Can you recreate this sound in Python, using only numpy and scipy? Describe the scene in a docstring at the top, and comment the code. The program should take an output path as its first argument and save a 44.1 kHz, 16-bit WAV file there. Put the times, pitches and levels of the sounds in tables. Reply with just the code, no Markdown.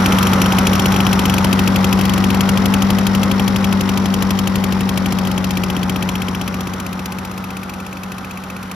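"""On grass, a two-stroke lawn mower turns 46 to 49 times a second, heard by a hand-held microphone pair
that stoops close and then draws back. Unloaded, it hunts at first, then fires mostly every third or
fourth turn: each firing kicks the shaft, thumps in the muffler and barks at the outlet with a chirp and
a hiss of noise. Beneath, harmonics of the shaft speed make the blade's hum, shaped noise makes the air
churned in the deck, and noise bursts at fixed shaft angles ring the barrel as the piston rattles."""
import sys
import numpy as np
from scipy import signal
from scipy.fft import rfft, irfft, next_fast_len
from scipy.io import wavfile
from scipy.ndimage import map_coordinates

SR = 44100
rng = np.random.default_rng(int(sys.argv[2]) if len(sys.argv) > 2 else 0)


def wav_out(sig):
    """Save sig, one row per channel (or a flat mono array), as 16-bit PCM at SR to the path in sys.argv[1]."""
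    wavfile.write(sys.argv[1], SR, np.round(np.clip(np.atleast_2d(sig).T, -1, 1) * 32767).astype(np.int16))


N = 385858

# Base loudness of the parts at the microphones, before trims and beaming. Each row: time in seconds,
# then blade hum, muffler thump, churned air, machinery and outlet ring in dB.
PART_LEVELS = [(0, -15.5, -20.5, -22.5, -32.5, -7.5), (1.1, -16.5, -20, -23.5, -35, -5.5),
               (2.7, -16, -21.5, -25.5, -38, -13), (5.1, -19.5, -24.5, -28.5, -41, -15),
               (6.15, -23, -25.5, -29.5, -42.3, -9.5), (7, -28.5, -31.5, -33.5, -46, -19.5),
               (7.9, -31.5, -37, -37, -47, -16.5), (8.75, -32.5, -36, -38.5, -47, -16)]
# Speed of the shaft, before the surges of firing. Each row: time in seconds, speed in turns per second.
SHAFT_SPEED = [(0, 47.73), (.45, 47.45), (1.05, 47.96), (1.35, 47.47), (2.4, 48.01), (2.9, 48.77),
               (3.3, 48.68), (4.8, 47.77), (5.7, 46.21), (7.2, 46.77), (7.6, 47.32), (8.75, 46.93)]
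# Narrow beams that the microphones pass through. Each row: time in seconds, outlet's upper ring in dB,
# fin ring in dB relative to the machinery.
NARROW_BEAMS = [(0, 1, -7), (.8, 2.5, -4), (1.7, 0, -9.5), (3.3, 4, -7.5), (5.2, 2, -9), (6.4, 0, -5),
                (7.4, -8, -9.5), (8.75, -18, -14)]


def amp(db):
    """Amplitude ratio: twenty decibels to each factor of ten."""
    return 10 ** (np.asarray(db) / 20)


def unit(x):
    """Normalisation to an rms of 1."""
    return x / np.sqrt(np.mean(x ** 2) + 1e-20)


def along(points, hz):
    """Interpolation of (Hz, value) points on a logarithmic frequency axis."""
    f, v = np.transpose(points)
    return np.interp(np.log(hz + 1), np.log(f + 1), v)


def curves(rows):
    """Linear interpolation in time: one value per sample for each column after the seconds."""
    seconds, *columns = np.transpose(rows)
    return [np.interp(np.arange(N) / SR, seconds, column) for column in columns]


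def wobble(rate):
    """Slow random fluctuation: a smooth curve through `rate` random knots a second."""
    knots = rng.standard_normal(int(N * rate / SR) + 4)
    return map_coordinates(knots, [np.arange(N) * rate / SR])


def filtered(x, response):
    """Linear filtering: the spectrum of x times a complex response of frequency."""
    m = next_fast_len(N + SR // 4, True)
    return irfft(rfft(x, m) * response(np.fft.rfftfreq(m, 1 / SR)), m)[..., :N]


def coloured(x, spectrum):
    """Spectral shaping by a gain in dB, with no phase shift."""
    return filtered(x, lambda hz: amp(along(spectrum, hz)))


def rung(x, modes):
    """Modal resonance: parallel second-order band-passes of alternating sign."""
    def response(f):
        total = 0
        for k, (centre, width, db) in enumerate(modes):
            damping = 1j * f * width
            total = total + (-1) ** k * amp(db) * damping / (centre * centre - f * f + damping)
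        return total
    return filtered(x, response)


def causal(spectrum, size=16384):
    """Minimum phase: folding the cepstrum gives the promptest impulse response with this spectrum."""
    cepstrum = irfft(np.log(amp(along(spectrum, np.fft.rfftfreq(size, 1 / SR)))))
    cepstrum[1:size // 2] *= 2
    cepstrum[size // 2 + 1:] = 0
    return irfft(np.exp(rfft(cepstrum)))


def turbulence():
    """Partial coherence: white noise at two microphones, mixed from independent mid and side."""
    # Likeness of the two channels. Each row: frequency in Hz, correlation from 0 to 1.
    likeness = [(100, 0.82), (300, 0.78), (650, 0.67), (1000, 0.72), (1500, 0.064), (2000, 0.58),
                (5000, 0.5), (6500, 1), (7600, 1)]

    def shares(hz):
        turn = np.arccos(np.clip(along(likeness, hz), -1, 1)) / 2
        return np.array([np.cos(turn), np.sin(turn)])
    mid, side = filtered(rng.standard_normal((2, N)), shares)
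    return np.array([mid + side, mid - side])


def at_firings(times, sizes, shape):
    """Superposition: one scaled copy of the shape at each firing."""
    places = np.round(times * SR).astype(int)
    impulses = np.bincount(np.maximum(places, 0), sizes, N)
    return signal.fftconvolve(impulses, shape)[:N]


def beamed(standing_db, stooped_db):
    """Directivity: a level in dB that moves between its two ends as the microphones stoop."""
    # Posture. Each row: time in seconds, stoop from 0 (standing back) to 1 (low beside the deck).
    posture = [(0, 0.29), (.7, .55), (2, 0.87), (5.3, 0.91), (6.5, 0.65), (7.4, 0.4), (8.75, 0.13)]
    stoop, = curves(posture)
    return standing_db + (stooped_db - standing_db) * stoop


def shaft(kick=0.016, first_firing_s=.0585, cleared_db=2.5, half_burn_db=-4.5):
    """Impulse and inertia: each firing speeds the shaft up, then it coasts.

    Gives the angle in turns, the firing times in seconds and their strengths in dB."""
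    # Firing rhythm. Each row: start in seconds, turns from one firing to the next.
    rhythm = [(0.0, 3), (0.17, 2), (0.26, 3), (0.32, 4), (0.4, 2), (0.45, 3), (0.57, 4), (0.66, 3),
              (0.72, 1), (0.74, 2), (0.78, 3), (0.91, 1), (0.95, 2), (0.99, 3), (1.24, 2), (1.37, 3),
              (1.43, 4), (1.52, 3), (1.58, 4), (1.92, 3), (1.98, 1), (2.0, 2), (2.17, 3), (2.29, 2),
              (2.33, 3), (2.4, 4), (5.05, 3), (5.24, 1), (5.26, 2), (5.3, 3), (7.68, 2), (7.73, 3),
              (7.92, 2), (7.96, 3), (8.02, 4), (8.11, 3), (8.62, 4)]
    t = np.arange(N) / SR
    steady = np.cumsum(curves(SHAFT_SPEED)[0]) / SR
    steady -= np.interp(first_firing_s, t, steady)
    times, gaps = [], []
    while sum(gaps) < steady[-1]:
        times.append(t[np.searchsorted(steady, sum(gaps))])
        gaps.append([gap for start, gap in rhythm if start <= times[-1]][-1])
    times, gaps = np.array(times), np.array(gaps)

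    # A firing gains with each doubling of the turns spent clearing the cylinder.
    cleared = np.log2(np.roll(gaps, 1) / np.median(gaps))
    # A half burn is weak and fires again on the next turn.
    half_burn = gaps == 1
    strength_db = cleared_db * cleared + half_burn_db * half_burn

    since = np.interp(t, times, np.arange(len(times))) % 1  # share of the gap gone by
    coast = np.interp(t, times[1:], gaps[:-1])
    surge = coast * (since * (1 - since) - 1 / 6) / 2  # a parabola of angle: speed falls steadily
    return steady + kick * surge, times, strength_db


def blade(turns, angle=0.3886, waver_db=0.65):
    """Blade passing: shaft harmonics, strongest at four a turn; those below the seventh waver slightly."""
    # Hum harmonics, scaled together. Each row: multiple of the shaft speed, relative level in dB.
    harmonics = [(3, -22), (4, 0.5), (5, -13.5), (6, -24.5), (8, -20), (12, -44), (16, -35), (17, -38)]
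    hum = 0
    for order, db in harmonics:
        depth_db = waver_db if order < 7 else 0
        level = amp(db + depth_db * wobble(30))
        hum = hum + level * np.cos(2 * np.pi * order * (turns - angle))
    return unit(hum)


def drone(turns, angle=0.24):
    """Forced vibration: the two blade tips shake the deck twice a turn."""
    return unit(np.cos(4 * np.pi * (turns - angle)))


def air(turns, swish=0.37):
    """Turbulence and resonance: churned air swishes twice a turn; steady noise rings cavity and wall."""
    # Spectrum of the churned air. Each row: frequency in Hz, relative level in dB.
    churn_spectrum = [(20, -24), (45, 1), (65, -2.5), (230, 5.5), (340, 0), (440, -2), (540, -1.5),
                      (690, -6.5), (850, -1.5), (1120, -3), (1480, -6), (1680, -10), (2050, -10.5),
                      (2600, -26.5), (5000, -38.5)]
    # Resonances of the deck's cavity. 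Each row: frequency in Hz, width in Hz, relative level in dB.
    cavity_modes = [(510, 140, -13), (781, 55, -2)]
    # Resonances of the deck's wall. Each row: frequency in Hz, width in Hz, relative level in dB.
    wall_modes = [(1255, 330, 8.6), (1580, 47, 1.5)]
    flow = (1 + swish * np.cos(4 * np.pi * (turns - .18))) * turbulence()
    churn = unit(coloured(flow, churn_spectrum))
    cavity = unit(rung(turbulence(), cavity_modes))
    wall = unit(rung(turbulence(), wall_modes))
    return churn + amp(beamed(-6.5, -16)) * cavity + amp(beamed(2, -11.5)) * wall


def rasp(turns, size=128, rasp_db=-10):
    """Periodicity: the blade sweeps the same ribs and edges each turn, in a slowly shifting mixture."""
    # Spectrum of the rasp. Each row: frequency in Hz, relative level in dB.
    rasp_spectrum = [(250, -5), (400, -3), (560, 1.5), (690, -15), (790, 3), (1150, -5), (1480, 0.5),
                     (1700, -10.5), (2050, -11), (2500, -8), (4000, -56)]
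    angle = turns % 1 * size
    sweep = 0
    for _ in range(6):
        ribs = rng.standard_normal(size)
        sweep = sweep + wobble(8) * map_coordinates(ribs, [angle], mode="grid-wrap")
    return amp(rasp_db) * unit(coloured(sweep, rasp_spectrum))


def machinery(turns, knock_life_s=0.0051, scatter_db=2, rush_db=-3.0, fan_share=0.33, knock_share=0.84):
    """Impact excitation: piston knocks ring the barrel and its fins, over the rush of the cooling fan."""
    # Piston knocks. Each row: angle as a share of the turn, mean level in dB.
    piston_knocks = [(0.226, 4.5), (0.412, 1.5), (.54, -27)]
    # Resonances of the barrel. Each row: frequency in Hz, width in Hz, relative level in dB.
    barrel_modes = [(1900, 73, 5.5), (3300, 150, -8.5), (3800, 130, -3), (4550, 97, -1.5), (5110, 120, 4.5),
                    (5180, 390, -2.5), (7000, 230, -9)]
    # Resonances of the fins. Each row: frequency in Hz, width in Hz, relative level in dB.
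    fin_modes = [(5330, 90, 2), (5680, 380, 0)]
    # Spectrum of the rush. Each row: frequency in Hz, relative level in dB.
    rush_spectrum = [(900, -34), (2200, 3.5), (3200, 7), (3900, 3.5), (5300, -3), (7000, -3), (10000, -5.5),
                     (12000, -5.5), (14000, -28), (16000, -53)]
    speed = curves(SHAFT_SPEED)[0]
    knocks = []
    for angle, db in piston_knocks:
        turn, part = np.divmod(turns - angle, 1)
        sizes = amp(db + scatter_db * rng.standard_normal(size=512))
        decay = np.exp(-part / speed / knock_life_s)
        knocks.append(sizes[turn.astype(int) % len(sizes)] * decay)
    rattle = sum(knocks)
    barrel = unit(rung((fan_share + rattle) * turbulence(), barrel_modes))
    fins = unit(rung((fan_share + knocks[0]) * turbulence(), fin_modes))  # only the first knock
    rush = unit(coloured((1 + knock_share * rattle) * turbulence(), rush_spectrum))
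    fin_db = curves(NARROW_BEAMS)[1]
    return amp(beamed(-23, -0.5)) * barrel + amp(fin_db) * fins + amp(rush_db) * rush


def barks(times, strength_db, ring_scatter_db=0.5, jet_scatter_db=1.56):
    """Sudden gas release: a front chirps upward through the ringing outlet as a brief jet hisses."""
    # Spectrum of the jet. Each row: frequency in Hz, gain in dB.
    jet_spectrum = [(250, -25), (750, 6.5), (1400, 5), (1800, 2.5), (2500, 5.5), (3800, 2.5), (5500, 2.5),
                    (7200, 3.5), (10500, -0.5), (11800, 1), (14500, -0.5), (16000, 0)]
    # Lower ring of the outlet. Each row: frequency in Hz, width in Hz, gain in dB.
    lower_modes = [(2330, 167, 0), (2618, 59, 0)]
    # Upper ring of the outlet, before beaming. Each row: frequency in Hz, width in Hz, gain in dB.
    upper_modes = [(3335, 650, -1.1), (3418, 200, -0.43)]
    jet_db, chirp_db, blast_db = 15.0, -1.0, -3
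    rise_s, jet_life_s, swell_s = 0.0042, .0032, 0.0011
    start_hz, end_hz, glide_s = 2100, 3700, 0.0023

    seconds, _, _, air_db, _, ring_db = np.transpose(PART_LEVELS)
    peak_db = np.interp(times, seconds, ring_db) + strength_db
    hiss_db = np.interp(times, seconds, air_db) + strength_db
    hiss_db = hiss_db + jet_scatter_db * rng.standard_normal(len(times))

    t = np.arange(SR // 25) / SR
    opening = 1 - np.exp(-(t / rise_s) ** 2)
    puff = 2 * opening * np.exp(-t / jet_life_s)
    jet = at_firings(times - .0005, amp(hiss_db + jet_db), puff)
    pressure = t / swell_s * np.exp(1 - t / swell_s)
    pitch = end_hz + (start_hz - end_hz) * np.exp(-t / glide_s)
    chirp = pressure * np.sin(2 * np.pi * np.cumsum(pitch) / SR)
    blast = at_firings(times - .001, amp(peak_db + blast_db), pressure) * turbulence()
    rings = []
    for modes in lower_modes, upper_modes:  # each firing shares itself out differently between the two
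        sizes = amp(peak_db + chirp_db + ring_scatter_db * rng.standard_normal(len(times)))
        front = at_firings(times - .0008, sizes, chirp)
        rings.append(rung(blast + front, modes))
    upper_db = curves(NARROW_BEAMS)[0]
    return coloured(jet * turbulence(), jet_spectrum) + rings[0] + amp(upper_db) * rings[1]


def thumps(times, strength_db, delay_s=0.00507, follow=0.36, scatter_db=0.05, chamber_hz=46, width_hz=54):
    """All-pass delay: each firing's low pulse crosses a muffler chamber that holds back the deepest bass."""
    # Spectrum of a pulse. Each row: frequency in Hz, relative level in dB.
    pulse_spectrum = [(15, -44.5), (30, -33.5), (45, -10), (60, 3.5), (130, 3.5), (200, 3.5), (270, 2),
                      (320, -7.5), (380, -9.5), (430, -19.5), (680, -21), (1100, -29.5), (2500, -57)]
    sizes = amp(follow * strength_db + scatter_db * rng.standard_normal(len(times)))
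    pushes = at_firings(times + delay_s, sizes, causal(pulse_spectrum))

    def chamber(hz):
        return np.exp(-2j * np.arctan2(hz * width_hz, chamber_hz ** 2 - hz ** 2))
    return unit(filtered(pushes, chamber))


def scene(hum_trim_db=1.5, drone_db=-4.5, air_trim_db=2.5, machine_trim_db=3):
    """Superposition and bearing: all parts sum, with level differences between the two channels."""
    # Shading of the far side. Each row: frequency in Hz, share of the treble bearing from 0 to 1.
    shading = [(380, 0), (700, 0.42), (1300, 0.14), (1800, 0), (2600, 0.9), (4800, 0.45), (6500, 0.33),
               (7800, 0)]
    turns, times, strength_db = shaft()
    hum_db, thump_db, air_db, machine_db, _ = curves(PART_LEVELS)
    sides = np.array([[.5], [-.5]])  # times a level of left minus right
    hum = amp(hum_db + hum_trim_db + sides * beamed(-1, 5)) * blade(turns)
    low = hum + amp(thump_db) * (thumps(times, strength_db) + amp(drone_db) * drone(turns))

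    churned = amp(air_db + air_trim_db) * (air(turns) + rasp(turns))
    rattling = amp(machine_db + machine_trim_db) * machinery(turns)
    high = churned + rattling + barks(times, strength_db)
    # The body that carries the microphones shades the treble on the far side.
    shaded = filtered(high, lambda hz: along(shading, hz))
    return low + high + shaded * (amp(sides * beamed(3, 13)) - 1)


def record(dry, top_hz=15800):
    """Interchannel phase: the treble reaches the channels out of step, and a sharp band limit ends it."""
    # Phase between the channels. Each row: frequency in Hz, lead of the left in radians.
    left_lead = [(300, 0), (1000, .3), (2800, .35), (4800, -.2), (6800, -1.7), (8300, -3.14),
                 (11800, -6.28), (15300, -9.42), (16500, -10.5)]

    def response(hz):
        lead = np.interp(hz, *np.transpose(left_lead))
        return np.exp(.5j * np.array([lead, -lead])) * (hz < top_hz)
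    return filtered(dry, response)


dry = scene()
out = record(dry)
wav_out(out)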